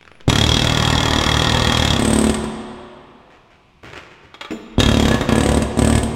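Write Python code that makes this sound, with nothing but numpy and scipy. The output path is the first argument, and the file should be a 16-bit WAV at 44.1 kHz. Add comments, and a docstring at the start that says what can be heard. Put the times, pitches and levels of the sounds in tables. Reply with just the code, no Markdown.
"""Air hammer in a reverberant workshop

An air hammer drives steel bolts through a truck frame in bursts of about 38 strokes a second. Each stroke
vents two damped pressure puffs and excites resonances of punch, bolt and frame; as the bolt gives way
the clang fades and the exhaust hisses. Between bursts, boots scrape on gritty concrete as shaped noise and
the punch taps the next bolt as decaying modes. A hall of decaying noise answers it all."""
import sys
import numpy as np
from scipy import signal
from scipy.fft import rfft, irfft, next_fast_len
from scipy.io import wavfile
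from scipy.ndimage import uniform_filter1d

SR = 44100
rng = np.random.default_rng(int(sys.argv[2]) if len(sys.argv) > 2 else 0)


def store_wav(level_fs):
    """Save 16-bit WAV to argv[1]."""
    pcm = np.round(np.clip(np.atleast_2d(level_fs), -1, 1) * 32767)
    wavfile.write(sys.argv[1], SR, pcm.T.astype(np.int16))


N = 271215

# spectrum of gritty rubbing and clicks: (f/Hz, relative level/dB)
GRIT = [(150, -27), (350, 3.5), (750, -6.5), (1500, -1), (2500, -2.5), (4000, -15), (7500, -23.5),
        (11000, -41), (15500, -44.5)]


def amp(db):
    """Level to amplitude: 20 dB is a factor of ten."""
    return 10 ** (np.asarray(db) / 20)


def unit(x):
    """Normalisation to unit mean power."""
    return x / np.sqrt(np.mean(np.abs(x) ** 2) + 1e-20)


def along(points, hz):
    """Linear interpolation of (f, value) points over logarithmic frequency."""
    f, v = np.transpose(points)
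    return np.interp(np.log(hz + 1), np.log(f), v)


def at(rows, times):
    """Linear interpolation of a time curve, one result for each value column."""
    s, *cols = np.transpose(rows)
    return np.array([np.interp(times, s, c) for c in cols])


def filtered(x, response):
    """Linear filtering by multiplication in frequency, with a response of mean power 1."""
    m = next_fast_len(len(x) + SR // 4)
    hz = np.fft.rfftfreq(m, 1 / SR)
    return irfft(rfft(x, m) * unit(response(hz)), m)[:len(x)]


def coloured(x, spectrum):
    """Spectral shaping: x filtered to the contour of (f/Hz, level/dB) points."""
    return filtered(x, lambda hz: amp(along(spectrum, hz)))


def add(track, s, sound):
    """Superposition: a sound is summed into the track at time s."""
    part = track[max(round(s * SR), 0):][:len(sound)]
    part += sound[:len(part)]


def leak():
    """Aeroacoustic whistling: air past the trigger valve gives gliding tones of wavering pitch."""
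    # escaping air: (start t/s, length/s, starting f/Hz, glide/(Hz/s), peak level/dB)
    whistles = [(0, .09, 10500, 1990, -74), (.09, .13, 10040, 4600, -68.5), (4.91, 0.32, 14450, 400, -54.5)]
    track = np.zeros(N)
    for s, length, hz, glide, db in whistles:
        t = np.arange(int(length * SR)) / SR
        waver = unit(uniform_filter1d(rng.standard_normal(len(t)), size=60))
        phase = 2 * np.pi * np.cumsum(hz + glide * t + 90 * waver) / SR
        swell = np.sin(np.pi * t / length)
        add(track, s, amp(db) * swell * np.sin(phase))
    return track


def struck(events, modes, click_db, click_t60, damping, blur):
    """Modal impact: a contact excites a noise click and decaying modes; phase drift blurs their pitch."""
    t, track = np.arange(SR) / SR, np.zeros(N)
    onset = 1 - np.exp(-t / 0.00045)
    for s, db in events:
        drift = blur * np.cumsum(rng.standard_normal((len(modes), len(t))), axis=1)
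        ring = np.zeros(len(t))
        for (hz, level, t60), phase in zip(modes, drift):
            decay = amp(level + rng.normal(0, 1.3) - 60 * t * damping / t60)
            ring += decay * np.sin(2 * np.pi * hz * t + phase)
        click = amp(click_db - 60 * t / click_t60) * coloured(rng.standard_normal(len(t)), GRIT)
        add(track, s, amp(db) * (ring + click) * onset)
    return track


def setting_the_punch():
    """Contact damping: the pressed tip barely rings on the bolt, then the tool's weight knocks the frame."""
    # punch tip touching the bolt: (t/s, relative level/dB)
    touches = [(0.0108, -35), (0.027, -34), (0.052, -36.5), (0.0767, -31.5), (0.1156, -34), (0.153, -39.5),
               (0.2024, -39), (0.208, -29), (4.3418, -26), (4.4099, -15), (4.4468, -22)]
    # tool leant against the frame: (t/s, relative level/dB)
    knocks = [(4.507, -19), (4.518, -23.5)]
    # modes of the tip: (f/Hz, relative level/dB, t60/s before the damping factor)
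    tip_modes = [(894, -0.5, 0.15), (1188, -0.5, 0.21), (1254, -0.5, 0.18), (1830, -11, 0.196),
                 (2290, -5.5, 0.2), (2750, -9, 0.16), (3310, -1.5, 0.24), (3720, 0, 0.1),
                 (4030, -6.5, 0.12), (6900, -17.5, 0.14), (12520, -38.5, .25)]
    # modes of the knocked frame: (f/Hz, relative level/dB, t60/s before the damping factor)
    seated_modes = [(222, -7, 1), (320.4, 0, 0.3), (440, -7.5, 0.54), (687, -16, 0.46), (1841, -38, .8),
                    (2105, -26, 0.55), (5430, -21, 0.13), (7095, -24.5, 0.55)]
    pressed = [row for row in touches if row[0] < 1]
    loose = [row for row in touches if row[0] > 1]
    ticks = struck(pressed, tip_modes, click_db=16.5, click_t60=0.013, damping=12, blur=0)
    taps = struck(loose, tip_modes, click_db=0.5, click_t60=0.077, damping=3.0, blur=0.053)
    knock = struck(knocks, seated_modes, click_db=-7, click_t60=0.056, damping=2.3, blur=0.05)
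    return amp(-15.0) * ticks + amp(-10.0) * taps + amp(-1) * knock


def strokes():
    """Reciprocating piston: speed sets each interval, and refilled hose pressure strengthens first strokes.

    Rows: (t/s, surge 0-1, puff level/dB, blow level/dB, hiss level/dB), all levels relative."""
    # pulls of the trigger: (first stroke t/s, number of strokes, relative puff level/dB)
    pulls = [(0.2977, 77, -19), (4.8017, 13, -16), (5.2905, 11, -15), (5.7902, 8, -15)]
    # piston speed, one curve a burst, slow at first: (t/s, stroke rate/(1/s))
    paces = [
        [(.3, 33.59), (.424, 37.75), (.543, 39.27), (1.304, 38.34), (1.359, 37.93), (1.392, 39.7),
         (1.773, 39.77), (1.968, 32.2), (2, 36.5)],
        [(4.8, 33.6), (4.89, 36.6), (5.03, 36.1), (5.11, 32)],
        [(5.32, 30.8), (5.36, 39.5), (5.46, 35), (5.54, 37.4)],
        [(5.79, 33.6), (5.82, 37.8)],
    ]
    # lone strokes as the piston starts or stalls: (t/s, puff, blow and hiss, each a relative level/dB)
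    strays = [(0.2796, -12, -7.5, 3), (0.2923, -31, -5.5, -4), (2.343, -31, 0, -3.5), (2.441, -30, -7, -18),
              (4.782, -13.5, -14.5, -3.5), (4.793, -18, -5, -2), (5.211, -20, -1.5, -10.5),
              (5.621, -19.5, -1.5, -1), (5.773, -19.5, -8.5, -7), (6.031, -19.5, -8.5, 1)]
    surge_s, refill_s = 0.15, 4.5  # time constants of the surge's decay and the hose's recovery
    surge_puff_db, first_blow_db = 3.5, 3  # gains with a fully rested hose
    rows, stopped = [], -np.inf
    for (start, count, puff_db), pace in zip(pulls, paces):
        s, refill = start, 1 - np.exp((stopped - start) / refill_s)
        for k in range(round(count)):
            surge = refill * np.exp((start - s) / surge_s)
            blow_db = first_blow_db * refill * (k == 0)
            rows.append((s, surge, puff_db + surge_puff_db * surge, blow_db, 0))
            s += 1 / at(pace, s)[0]
        stopped = s
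    lone = [(s, 0, puff_db, blow_db, hiss_db) for s, puff_db, blow_db, hiss_db in strays]
    return np.array(rows + lone)


def bursts(times, levels_db, rise, decay, linger_db, clean, scatter_db):
    """Impulsive excitation: a share 'clean' of power is one sharp contact, the rest decaying noise chatter."""
    t, track = np.arange(SR // 20) / SR, np.zeros(N)
    fall = np.exp(-t / decay) + amp(linger_db) * np.exp(-t / 0.031)
    shape = (1 - np.exp(-t / rise)) ** 2 * fall
    contact, clean = unit(1. * (t == 0)), np.clip(clean, 0, 1)
    for s, db in zip(times, levels_db):
        chatter = unit(shape * rng.standard_normal(len(t)))
        force = np.sqrt(clean) * contact + np.sqrt(1 - clean) * chatter
        add(track, s, amp(db + scatter_db * rng.standard_normal()) * force)
    return track


def ringing(force, modes):
    """Modal superposition: blows drive damped resonances, with separate strengths for each bolt."""
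    second_bolt_s = 3
    moved = np.arange(N) / SR > second_bolt_s

    def bank(f, column):
        """Sum of second-order resonances with alternating sign."""
        total = 0
        for k, mode in enumerate(modes):
            centre, width, level = mode[0], mode[1], mode[column]
            damping = 1j * f * width
            total = total + (-1) ** k * amp(level) * damping / (centre ** 2 - f * f + damping)
        return total

    first = filtered(force * ~moved, lambda f: bank(f, column=2))
    second = filtered(force * moved, lambda f: bank(f, column=3))
    return first + second


def puff(t, hz, decay, front, suck):
    """Pressure transient: a brief dip as the port opens, a steep front, then a damped swing."""
    after = np.maximum(t, 0)
    swing = (1 - np.exp(-after / front)) * np.sin(2 * np.pi * hz * after + 0.47) * np.exp(-after / decay)
    dip = suck * np.exp(-((t + .0002) / .0004) ** 2)
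    return swing - dip


def exhaust(times, levels_db, loads, surges):
    """Pulsed venting: forward and return puffs; a free piston vents shorter ones and rings the barrel."""
    # air column of the barrel: (f/Hz, relative level/dB, t60/s)
    barrel_modes = [(242, -29, 0.04), (508, -16, .04), (599, -23.5, 0.05), (650, -24.5, 0.055),
                    (984, -23.5, 0.054)]
    loaded_hz, free_hz, return_hz = 125, 216.4, 238  # nominal swing: leant on, running free, free return
    surge_depth = 0.16  # share by which a full surge slows the loaded swing
    lead = .003  # seconds kept ahead of the front for the dip
    t, track = np.arange(SR // 20) / SR - lead, np.zeros(N)
    after = np.maximum(t, 0)
    barrel = sum(amp(1.5 + db - 60 * after / t60) * np.sin(2 * np.pi * hz * after)
                 for hz, db, t60 in barrel_modes)
    # the tool kicks back into the hands
    recoil = -.22 * np.sin(2 * np.pi * 64 * after) * np.exp(-after / .012)
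    for s, db, load, surge in zip(times, levels_db, loads, surges):
        pace = np.exp(.03 * rng.standard_normal())
        back = t - rng.normal(.0082, .00015)  # time from the return stroke
        loaded = 1.1 * puff(t, loaded_hz * pace * (1 - surge_depth * surge), .0052, .0001, .3)
        loaded += .33 * puff(back + .0007, 180, .004, .0004, .1)
        free = 1.8 * puff(t, free_hz * pace, .0028, .0006, .36)
        free += 1.3 * puff(back, return_hz, .0026, .0006, .33)
        blend = load * loaded + (1 - load) * (free + barrel) + (1 - load / 2) * recoil
        add(track, s - lead, amp(db + 11.0) * blend)
    return track


def hammer():
    """Source-filter coupling: strokes vent air and excite steel; as bite is lost, ring turns to hiss."""
    # how hard the worker leans on the tool: (t/s, load 0-1)
    load_curve = [(.3, 0.87), (1.95, 0.84), (1.99, 0), (2.4, 0), (4.8, 0.57), (5.15, 0.37), (5.35, 0.26),
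                  (6.0, 0.53)]
    # how solidly the bolt resists the punch: (t/s, bite 0-1)
    bite_curve = [(.3, 0.82), (.47, 0.98), (.85, 0.85), (1.4, 0.91), (1.8, 0.86), (1.91, 0.94),
                  (1.96, 0.82), (1.99, 0.2), (2.4, 0), (4.83, 0.95), (4.92, 0.72), (5.31, 0.56),
                  (5.36, 0.43), (5.47, .45), (5.8, 0.36)]
    # the frame's clang: (t/s, relative level/dB)
    clang_curve = [(.33, -23.5), (.48, -28), (.8, -19.5), (1.6, -19), (1.95, -23.5), (2.15, -34.5),
                   (2.44, -22.5), (4.82, -22), (4.92, -31.5), (5.07, -22.5), (5.13, -16.5), (5.3, -17.5),
                   (5.42, -32.5), (5.9, -27)]
    # punch and bolt: (f/Hz, width/Hz, first bolt relative level/dB, second bolt relative level/dB)
    punch_modes = [(2670, 32, -11.5, -10.5), (3272, 112, 3, 2.5), (3367, 345, -3, -4), (3720, 70, -5, -0.5),
                   (3980, 120, -12, -16.5), (4860, 210, -15.5, -21), (5420, 150, -14.5, -36),
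                   (5900, 87, -14.5, -32), (6070, 61, -31.5, -16), (6937, 260, -16.5, -20.5),
                   (6970, 100, -11.5, -18.5)]
    # truck frame: (f/Hz, width/Hz, first bolt relative level/dB, second bolt relative level/dB)
    frame_modes = [(487, 32, -0.5, 4), (788, 54, -5, -5.5), (851, 31.5, 3, -2), (950, 98, -3.5, -6),
                   (1094, 79, 0, -0.5), (1260, 156, -6, -8), (1435, 75, -5, -5.5), (1693, 29, -5.5, 4.5),
                   (1849, 100, -2.5, -6), (2148, 24.8, -6.5, -4.5), (2540, 380, -23.5, -11.5)]
    # crack of the blow: (f/Hz, relative level/dB)
    crack_spectrum = [(300, -14), (700, 3), (2500, 3.5), (4000, 0), (5500, -6), (7300, -2.5), (8800, -14.5),
                      (10700, -13.5), (12600, -21), (15800, -28.5)]
    # hiss of the exhaust: (f/Hz, relative level/dB)
    hiss_spectrum = [(400, -15), (1200, -24), (3400, -2), (5000, -14.5), (7200, -10.5), (8000, 2),
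                     (8400, 8), (8750, -0.5), (10000, -13.5), (11500, -24.5), (12500, -16), (13500, -23),
                     (15800, -30.5)]
    # turbulent exhaust: (f/Hz, relative level/dB)
    eddy_spectrum = [(20, -9), (40, 4.5), (75, -2), (150, -7), (240, 1), (330, -5.5), (600, -11),
                     (1200, -27), (3000, -76)]
    ring_loss_db, crack_loss_db, surge_crack_db = 39, 3.5, 7.5  # losses with no bite; gain at full surge
    seal_db, seal_bite, seal_width = 17, 0.5, 0.046  # hiss loss when pushed home; bite closing the port
    calm_db = 3  # a free piston stirs fewer eddies

    s, surge, puff_db, blow_db, hiss_db = strokes().T
    s = s + rng.normal(0, .00012, len(s))
    bite, load = at(bite_curve, s)[0], np.clip(at(load_curve, s)[0], 0, 1)
    frame_db = blow_db + at(clang_curve, s)[0] - 8.5
    ring_db = blow_db - 22 - ring_loss_db * (1 - bite)
    crack_db = blow_db - 31 + surge_crack_db * surge - crack_loss_db * (1 - bite)
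    hiss_db = hiss_db - 32 - seal_db / (1 + np.exp((seal_bite - bite) / seal_width))
    eddy_db = puff_db - 9.5 - calm_db * (1 - load)

    frame_force = bursts(s, frame_db, rise=.0001, decay=0.0055, linger_db=2.0, clean=0.16, scatter_db=0.5)
    frame = ringing(frame_force, frame_modes)
    punch_force = bursts(s - .0002, ring_db, rise=.0001, decay=0.00307, linger_db=-28.5,
                         clean=0.58, scatter_db=0.85)
    punch = ringing(punch_force, punch_modes)
    crack_noise = bursts(s - .0003, crack_db, rise=0.00019, decay=0.0049, linger_db=-30,
                         clean=0.045, scatter_db=1.9)
    crack = coloured(crack_noise, crack_spectrum)
    hiss_noise = bursts(s + .0003, hiss_db, rise=0.0011, decay=0.0027, linger_db=-24.5,
                        clean=0, scatter_db=1.53)
    hiss = coloured(hiss_noise, hiss_spectrum)
    eddy_noise = bursts(s, eddy_db, rise=0.00048, decay=0.0085, linger_db=-4, clean=0, scatter_db=1)
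    eddies = coloured(eddy_noise, eddy_spectrum)
    puffs = exhaust(s, puff_db + .5 * rng.standard_normal(len(s)), load, surge)
    return puffs + eddies + frame + crack + hiss, punch


def boots():
    """Granular friction: a heel thuds and the sole drags over sparse grains, a few of them large."""
    # boots scraping the floor: (t/s, length/s, scrape relative level/dB, heel relative level/dB)
    scuffs = [(3.3, .05, -52.5, -79), (3.328, 0.054, -53.5, -72), (3.502, 0.067, -55.5, -70),
              (3.829, 0.057, -42.5, -36), (3.856, 0.114, -43.5, -47), (3.928, 0.017, -36.5, -39),
              (3.954, 0.04, -35, -44), (3.982, 0.084, -45, -58), (4.104, 0.045, -48.5, -60),
              (4.23, .05, -54, -50)]
    # heel thud: (f/Hz, relative level/dB)
    heel_spectrum = [(30, -29), (80, 2), (200, -2.5), (450, -6), (1000, -12), (3000, -48)]
    t, scrape, thud = np.arange(SR // 2) / SR, np.zeros(N), np.zeros(N)
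    for s, length, db, heel_db in scuffs:
        shape = (1 - np.exp(-t / 0.0018)) * np.exp(-(t / length) ** 2)
        hits = rng.random(len(t)) < 1800 / SR  # about 1800 grains a second
        grains = unit(rng.laplace(size=len(t)) * hits)
        add(scrape, s, amp(db + 2.5) * shape * grains)
        add(thud, s, amp(heel_db) * shape * rng.standard_normal(len(t)))
    return coloured(scrape, GRIT) + coloured(thud, heel_spectrum)


def workshop(x):
    """Reverberation by convolution: near steel and floor, a decaying diffuse hall and the humming frame."""
    # hall decay time: (f/Hz, t60/s)
    hall_decay = [(60, 1.69), (160, 1.7), (400, 2.24), (1100, 2.92), (2900, 2.27), (5000, 1.47),
                  (8400, 1.08), (14000, 0.4)]
    # the hall's answer: (f/Hz, relative level/dB)
    hall_level = [(50, -3.5), (110, -10), (165, -5.5), (222, -1), (290, -10.5), (366, -2), (470, -5),
                  (750, -2), (1050, -1.5), (1700, -6), (3300, -6), (6000, -5), (8400, -9.5), (14000, -5.5)]
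    # long low resonances of the truck frame: (f/Hz, gain at resonance/dB, t60/s)
    hum_modes = [(219, 4, 1.48), (365, 2, 2.2)]
    hz, t, z = signal.stft(rng.standard_normal(SR * 5 // 2), SR, nperseg=512)
    fade = amp(-60 * t / along(hall_decay, hz)[:, None])
    # equal power in every band before the hall's own levels apply
    fade *= amp(along(hall_level, hz))[:, None] / np.sqrt(np.mean(fade ** 2, axis=1, keepdims=True))
    tail = signal.istft(z * fade, SR, nperseg=512)[1]
    age = np.arange(len(tail)) / SR
    tail = tail / np.sqrt(len(tail)) * (1 - np.exp(-age / .012))
    for hum_hz, db, t60 in hum_modes:
        dying = amp(-60 * age / t60)
        tail = tail + 2 * amp(db) * np.cos(2 * np.pi * hum_hz * age) * dying / dying.sum()
    near = rng.standard_normal(len(age)) * amp(-60 * age / 0.13) * (age > .004)
    response = tail + amp(-8.5) * near / np.linalg.norm(near)
    return signal.fftconvolve(x, response)[:N]


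def scene():
    """Superposition of direct and reverberant sound in mono; the slim punch sends less into the hall."""
    # steady background noise: (f/Hz, relative level/dB)
    still_spectrum = [(15, -28), (25, 5.5), (158, 4), (363, -7.5), (427, -27), (811, -24.5), (1030, -6),
                      (1630, -23.5), (2430, -8.5), (12400, -42), (15000, -47.5)]
    tool, punch = hammer()
    direct = tool + setting_the_punch() + boots() + leak()
    hall = workshop(direct + amp(-3) * punch)
    still = amp(-54.5) * coloured(rng.standard_normal(N), still_spectrum)
    mono = direct + punch + hall + still
    return np.array([mono, mono])


def record(dry):
    """Soft saturation and band limiting: the highest peaks are rounded and both spectral ends cut."""
    low_cut_hz, top_hz = 5, 15850
    rounded = dry / (1 + np.abs(dry / .96) ** 6) ** (1 / 6)
    m = next_fast_len(N + SR // 4)
    hz = np.fft.rfftfreq(m, 1 / SR)
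    band = hz / np.hypot(hz, low_cut_hz) * (hz < top_hz)
    return irfft(rfft(rounded, m) * band, m)[:, :N]


dry = scene()
out = record(dry)
store_wav(out)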